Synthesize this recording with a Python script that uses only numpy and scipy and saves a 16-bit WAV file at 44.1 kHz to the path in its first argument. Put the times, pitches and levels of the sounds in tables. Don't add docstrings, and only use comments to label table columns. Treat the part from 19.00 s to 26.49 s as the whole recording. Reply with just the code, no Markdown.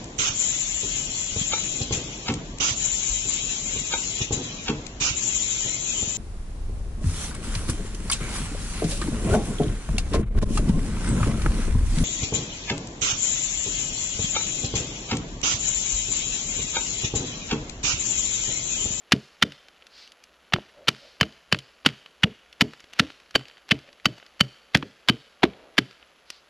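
import sys
import numpy as np
from scipy import signal
from scipy.fft import rfft, irfft
from scipy.io import wavfile

SR = 44100
rng = np.random.default_rng(int(sys.argv[2]) if len(sys.argv) > 2 else 0)


def transcribe(u):
    v = np.clip(np.atleast_2d(u).T, -1, 1)
    q = np.round(v * 32767).astype(np.int16)
    wavfile.write(sys.argv[1], SR, q)


N = 330309
TIME = np.arange(N) / SR


def from_db(db):
    return 10 ** (np.asarray(db) / 20)


def rms_one(x):
    return x / np.sqrt(np.mean(x ** 2) + 1e-20)


def at_level(sound, db, seconds):
    return from_db(db) * sound * np.sqrt(seconds * SR / np.sum(sound ** 2))


def add(track, s, sound):
    at = max(round(s * SR), 0)
    track[at:at + len(sound)] += sound[:max(N - at, 0)]


def bump(s, db, half_s):
    return from_db(db) * np.exp(-((TIME - s) / half_s) ** 2)


def colour(x, points, size=4096):
    hz, db = np.transpose(points)
    bins_hz = np.fft.rfftfreq(size, 1 / SR)
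    gain = rms_one(from_db(np.interp(np.log(bins_hz + 1), np.log(hz), db)))
    cepstrum = irfft(np.log(gain))
    cepstrum[1:size // 2] *= 2
    cepstrum[size // 2 + 1:] = 0
    impulse_response = irfft(np.exp(rfft(cepstrum)))
    return signal.fftconvolve(x, impulse_response)[:len(x)]


def ring(force, hz, t60):
    r = from_db(-60 / (t60 * SR))
    w = 2 * np.pi * hz / SR
    return signal.lfilter([0, np.sin(w)], [1, -2 * r * np.cos(w), r * r], force + 1e-18)


def grains(count, per_s, spread_db):
    sizes = from_db(spread_db * np.minimum(rng.exponential(1, count), 4))
    signs = rng.choice([-1, 1], count)
    struck = rng.random(count) < per_s / SR
    return rms_one(sizes * signs * struck)


# [dB per Hz, relative]
FIBRE_SPECTRUM = [(120, -12), (300, -6.5), (550, -7.5), (720, -5.5), (950, -6.5), (1400, -0.5), (2200, 0),
                  (2900, 2), (3700, -3.5), (4600, -7.5), (6500, -18.5), (8300, -28), (11000, -27.5),
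                  (15500, -55)]


def wood_spectrum(low_db, high_db, low_hz=1300, high_hz=4200):
    return [(hz, db + low_db / (1 + (hz / low_hz) ** 10) + high_db / (1 + (high_hz / hz) ** 10))
            for hz, db in FIBRE_SPECTRUM]


# start_s [s], cut_s [s], level_db [dB rms], loss_along_cut_db [dB], low_band_db [dB], high_band_db [dB],
# head_ring_db [dB], thud_db [dB], thud_pitch_hz [Hz]
STROKES = [(0.1203, 0.014, -12.5, 18, -4, 2.5, -1, -16.5, 237),
           (0.423, 0.011, -10.5, 20, -2, 0.5, 7, -24, 224),
           (1.5343, 0.004, -10.5, 0, -3.5, -5, 4.5, -21.5, 160),
           (1.8813, 0.0074, -11, -8, 2, 3, 5, -31, 174), (2.2099, 0.0056, -11, 12, 5, 3, 14.5, -20, 171),
           (2.5247, 0.0043, -10, 4.5, 3, 2, 10, -22, 178), (2.8596, 0.0056, -8, 5, -3, 0.5, 2, -20.5, 268),
           (3.2322, 0.0074, -10.5, -14, -2.5, -1, -21, -16.5, 175),
           (3.608, 0.012, -12.5, -1, 2.5, 6, 5, -18, 232),
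           (3.9936, 0.007, -10, -14, -1, 2.5, -11, -19, 218),
           (4.3519, 0.0081, -11.5, -3, 3.5, 1, 16, -27, 310),
           (4.7089, 0.01, -12, -6.5, -3, -1, 9, -19.5, 207),
           (5.0551, 0.0083, -12, 9.5, 2, 0.5, 13.5, -23.5, 218),
           (5.4033, 0.0063, -9, -15, -1, 7, 18.5, -19.5, 190),
           (5.7448, 0.0081, -10.5, -10, -0.5, 1.5, -46, -16.5, 206),
           (6.0853, 0.013, -12.5, 7, 3, -1.5, 15.5, -17.5, 233),
           (6.4307, 0.0086, -12, -2, 10, -3, -16.5, -14, 340),
           (6.779, 0.0085, -11, -8, 2, 2, 8.5, -20.5, 291)]
# pitch_hz [Hz], level_db [dB], t60_s [s]
STEEL_MODES = [(3035, 0, .033), (4545, -13, .03), (6630, -30, .02)]
GRAZE_DB, GRAZE_S = -25, .009
ENTRY_DB, ENTRY_AFTER_S, ENTRY_S = 4.5, 0.0027, .001
HEAD_DETUNE = .01


def cuts(steel_db=-18.0, crumble_db=-28, crumble_t60=0.25, attack_s=0.0007, release_s=0.0022,
         ragged_db=4.0, mode_spread_db=3.0, clump_db=3):
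    out = np.zeros(N)
    t = TIME[:SR // 5] - GRAZE_S
    for s, length, db, loss_db, low_db, high_db, ring_db, _, _ in STROKES:
        entry_db = ENTRY_DB * np.exp(-((t - ENTRY_AFTER_S) / ENTRY_S) ** 2)
        effort_db = entry_db - loss_db * (np.clip(t / length, 0, 1) - .5)
        release = np.exp(-np.maximum(t - length, 0) / release_s)
        bite = np.clip(t / attack_s, 0, 1) * from_db(effort_db) * release
        bundles = np.interp(t + GRAZE_S, np.arange(140) * .0015, rng.standard_normal(140))
        splinters_db = crumble_db + clump_db * (bundles - 1) - 60 * t / crumble_t60
        fringe = from_db(np.where(t < 0, GRAZE_DB, splinters_db))
        force = grains(len(t), per_s=17000, spread_db=2.5) * from_db(ragged_db * bundles) * (bite + fringe)
        crack = colour(force, wood_spectrum(low_db, high_db))
        steel = np.zeros(len(t))
        for k, (hz, mode_db, t60) in enumerate(STEEL_MODES):
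            mode_level_db = mode_db + high_db * (k > 0) + mode_spread_db * rng.normal()
            mode_hz = hz * (1 + HEAD_DETUNE * rng.normal())
            steel += from_db(mode_level_db) * rms_one(ring(force, mode_hz, t60))
        stroke = rms_one(crack) + from_db(steel_db + ring_db) * rms_one(steel)
        add(out, s - GRAZE_S, at_level(stroke, db, length))
    return out


# pitch_hz [Hz], level_db [dB], t60_s [s]
LOG_MODES = [(64, -10, .26), (92, -11, .18), (124, 2, .24), (143, 4, .15), (172, -3, .12), (217, -2, .19),
             (262, -3, .18), (295, -1, .13), (338, -2, .1), (420, 0, .08), (510, -5, .06), (605, -5, .06)]
# start_s [s], level_db [dB], contact_pitch_hz [Hz]
DROPS = [(5.829, -35, 289)]
LOG_RING_SHARE = .45
RUMBLE_DB, RUMBLE_FOLLOWS = -25.5, 0.72


def thuds(thump_t60=0.016, rumble_s=0.18, loose_db=38, loose_t60=0.17, loose_hz=300):
    out = np.zeros(N)
    t = TIME[:SR // 2]
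    landings = [(s + length, db, hz) for s, length, *_, db, hz in STROKES]
    for s, db, hz in landings + DROPS:
        push = np.sin(np.pi * np.minimum(t * hz, 1)) ** 2
        thump = ring(np.gradient(push), hz, thump_t60)
        knock = np.gradient(np.sin(np.pi * np.minimum(t * hz * 2, 1)) ** 2)
        loose_bark = from_db(loose_db - 60 * t / loose_t60) * rng.standard_normal(len(t))
        knock = knock / knock.max() + loose_bark
        body = np.zeros(len(t))
        for k, (mode_hz, mode_db, t60) in enumerate(LOG_MODES):
            level = from_db(mode_db + 2 * rng.normal()) * (-1) ** k
            body += level * ring(knock, mode_hz * (1 + 0.054 * rng.normal()), t60 * LOG_RING_SHARE)
        add(out, s - .0003, at_level(thump, db, .017))
        add(out, s + .004, at_level(body, RUMBLE_DB + RUMBLE_FOLLOWS * db, rumble_s))
    return out


# start_s [s], level_db [dB], low_band_db [dB], high_band_db [dB]
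CHIPS = [(0.5208, -40, -10, 6), (0.6846, -47.5, -1, 3), (0.8227, -49, -9, -8), (0.868, -47, -7, 12),
         (1.0756, -48.5, -36, 12.5), (1.1195, -47, -16, 14), (1.2384, -47.5, -42, 14),
         (1.5235, -30.5, 7.5, -10), (1.562, -29.5, 11, -4), (1.585, -33.5, 30, -7), (1.8748, -30.5, -4, -5),
         (2.23, -21, -0.5, -6), (2.5454, -25.5, 2.5, -6), (2.5883, -35, -16, 9.5), (2.8496, -33, 10, -12),
         (3.0607, -42.5, 0, 0), (3.5275, -45, -10.5, 9), (3.7344, -41, 3.5, 0), (3.8032, -50.5, -14, 21),
         (3.9341, -40, 2, 11.5), (3.9904, -27.5, -6, 5), (4.1027, -40.5, 2, -5), (4.3085, -46.5, 0, 10),
         (4.4546, -45, -6, -1), (4.483, -46, -38, 6), (4.5703, -49.5, -2, -8), (4.69, -39.5, 2, 7),
         (4.9291, -50, -8, 5), (5.182, -47, 12, 11.5), (5.2272, -46, 4.5, -18.5), (5.7615, -25.5, 3, -2),
         (5.7717, -30.5, -0.5, 12.5), (5.8262, -30.5, 11, -11), (6.4516, -25.5, 19, -2.5),
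         (6.5343, -50, -17, -14), (7.0268, -47.5, 0, -16), (7.3025, -32.5, 1.5, 17.5)]


def ticks(snap_t60=.018, snap_s=.006):
    out = np.zeros(N)
    t = TIME[:SR // 20]
    for s, db, low_db, high_db in CHIPS + crumbs():
        force = grains(len(t), per_s=13000, spread_db=3.0) * from_db(-60 * t / snap_t60)
        add(out, s, at_level(colour(force, wood_spectrum(low_db, high_db)), db, snap_s))
    return out


# start_s [s], end_s [s], crumbs_per_s [1/s]
SHEDDING = [(3.75, 5.3, 18), (6.85, 7.05, 10)]
CRUMB_DB, CRUMB_SPREAD_DB = -49, 2.5


def crumbs(tint_db=5):
    rows = []
    for start, end, per_s in SHEDDING:
        for _ in range(round(per_s * (end - start))):
            level_db = CRUMB_DB + CRUMB_SPREAD_DB * rng.normal()
            low_db, high_db = tint_db * rng.normal(), tint_db * rng.normal(.5)
            rows.append((rng.uniform(start, end), level_db, low_db, high_db))
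    return rows


# [dB per Hz, relative]
PALM_SPECTRUM = [(200, -24), (1500, -14), (3600, -5.5), (4800, -2.5), (5600, -10.5), (7000, -21.5),
                 (14000, -43.5)]
# middle_s [s], level_db [dB], half_length_s [s]
SLIDES = [(1.006, -49, 0.078), (2.055, -56.5, 0.14), (7.338, -54, 0.06)]
# middle_s [s], level_db [dB], half_length_s [s]
STANCE_SHIFT = (4.015, -50, 0.071)
STIR_DB, STIR_DIES_S, STIR_REST_DB = -55.5, 0.083, -62


def handling():
    slide = colour(grains(N, per_s=35000, spread_db=-1.5), PALM_SPECTRUM)
    slide = slide * sum(bump(*row) for row in SLIDES)
    rustle = colour(grains(N, per_s=1200, spread_db=1.9), wood_spectrum(low_db=2.5, high_db=2.5))
    stirred = sum((TIME > s) * np.exp(-abs(TIME - s) / STIR_DIES_S) for s, *_ in STROKES)
    rustle_level = from_db(STIR_REST_DB) + from_db(STIR_DB) * stirred + bump(*STANCE_SHIFT)
    return slide + rustle * rustle_level


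def settling(litter_db=-53, litter_s=6.58, litter_span_s=.14):
    bark = [(150, -9.5), (350, -3.0), (550, 6), (900, -7.0), (2200, -22.5), (6000, -58.5)]   # Hz, dB per Hz
    shuffle = colour(grains(N, per_s=1500, spread_db=3.0), bark)
    return shuffle * bump(litter_s, litter_db, litter_span_s)


# [dB, relative]
TRUNK_ECHO = [(60, -34.5), (200, -17.5), (450, 8), (900, 0), (3000, 2), (5000, 7), (8000, 8), (14000, 3.5)]


def woodland(x, wet_db=-29.5, forest_t60=0.99, swell_s=0.0083):
    t = TIME[:SR]
    envelope = (1 - np.exp(-t / swell_s)) * from_db(-60 * t / forest_t60)
    scatter = grains(len(t), per_s=1900, spread_db=-9.6) * envelope
    echo = colour(scatter / np.linalg.norm(scatter), TRUNK_ECHO)
    return from_db(wet_db) * signal.fftconvolve(x, echo)[:N]


HOLLOW_NOTES = [1.78, 1.82, 2.06, 4.895, 5.13]


def hollow_notes(note_db=-56, note_hz=580, note_t60=0.036, half_s=0.044):
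    swell = sum(np.exp(-((TIME - s) / half_s) ** 2) for s in HOLLOW_NOTES)
    return from_db(note_db) * swell * rms_one(ring(rng.standard_normal(N), note_hz, note_t60))


# [dB per Hz, relative]
STILL_AIR = [(25, -13.5), (65, 4.5), (100, -25), (170, -2), (300, -5), (560, 2.5), (900, -5), (1400, -2),
             (3000, -19.5), (4500, -23.5), (6500, -15.5), (9000, -26.5), (12800, -49), (13600, -42)]


def air(still_db=-63, hiss_db=-79, hiss_hz=11100):
    leaves = colour(rng.standard_normal(N), STILL_AIR)
    hiss = rms_one(ring(rng.standard_normal(N), hiss_hz, t60=0.012))
    return from_db(still_db) * leaves + from_db(hiss_db) * hiss


def scene(lag_db=-22, apart_db=-77, radiation_hz=90):
    radiation = signal.butter(2, radiation_hz, "high", fs=SR, output="sos")
    log = signal.sosfilt(radiation, thuds())
    work = cuts() + log + ticks() + handling() + settling()
    mid = work + woodland(work) + hollow_notes() + air()
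    hiss_spectrum = [(100, 10.0), (2000, -9.5), (8000, -3.5), (11200, 1.5), (12800, 12.0), (13600, -26.5)]
    hiss = colour(rng.standard_normal(N), hiss_spectrum)
    side = from_db(lag_db) * np.gradient(mid) + from_db(apart_db) * hiss
    return mid + side * np.array([[1], [-1]])


def record(dry, dip_hz=9000, dip_q=10.8, cutoff_hz=16000):
    notched = signal.lfilter(*signal.iirnotch(dip_hz, dip_q, fs=SR), dry)
    rounded = notched / (1 + notched ** 6) ** (1 / 6)
    return signal.sosfilt(signal.ellip(10, .1, 80, cutoff_hz, fs=SR, output="sos"), rounded)


dry = scene()
out = record(dry)
transcribe(out)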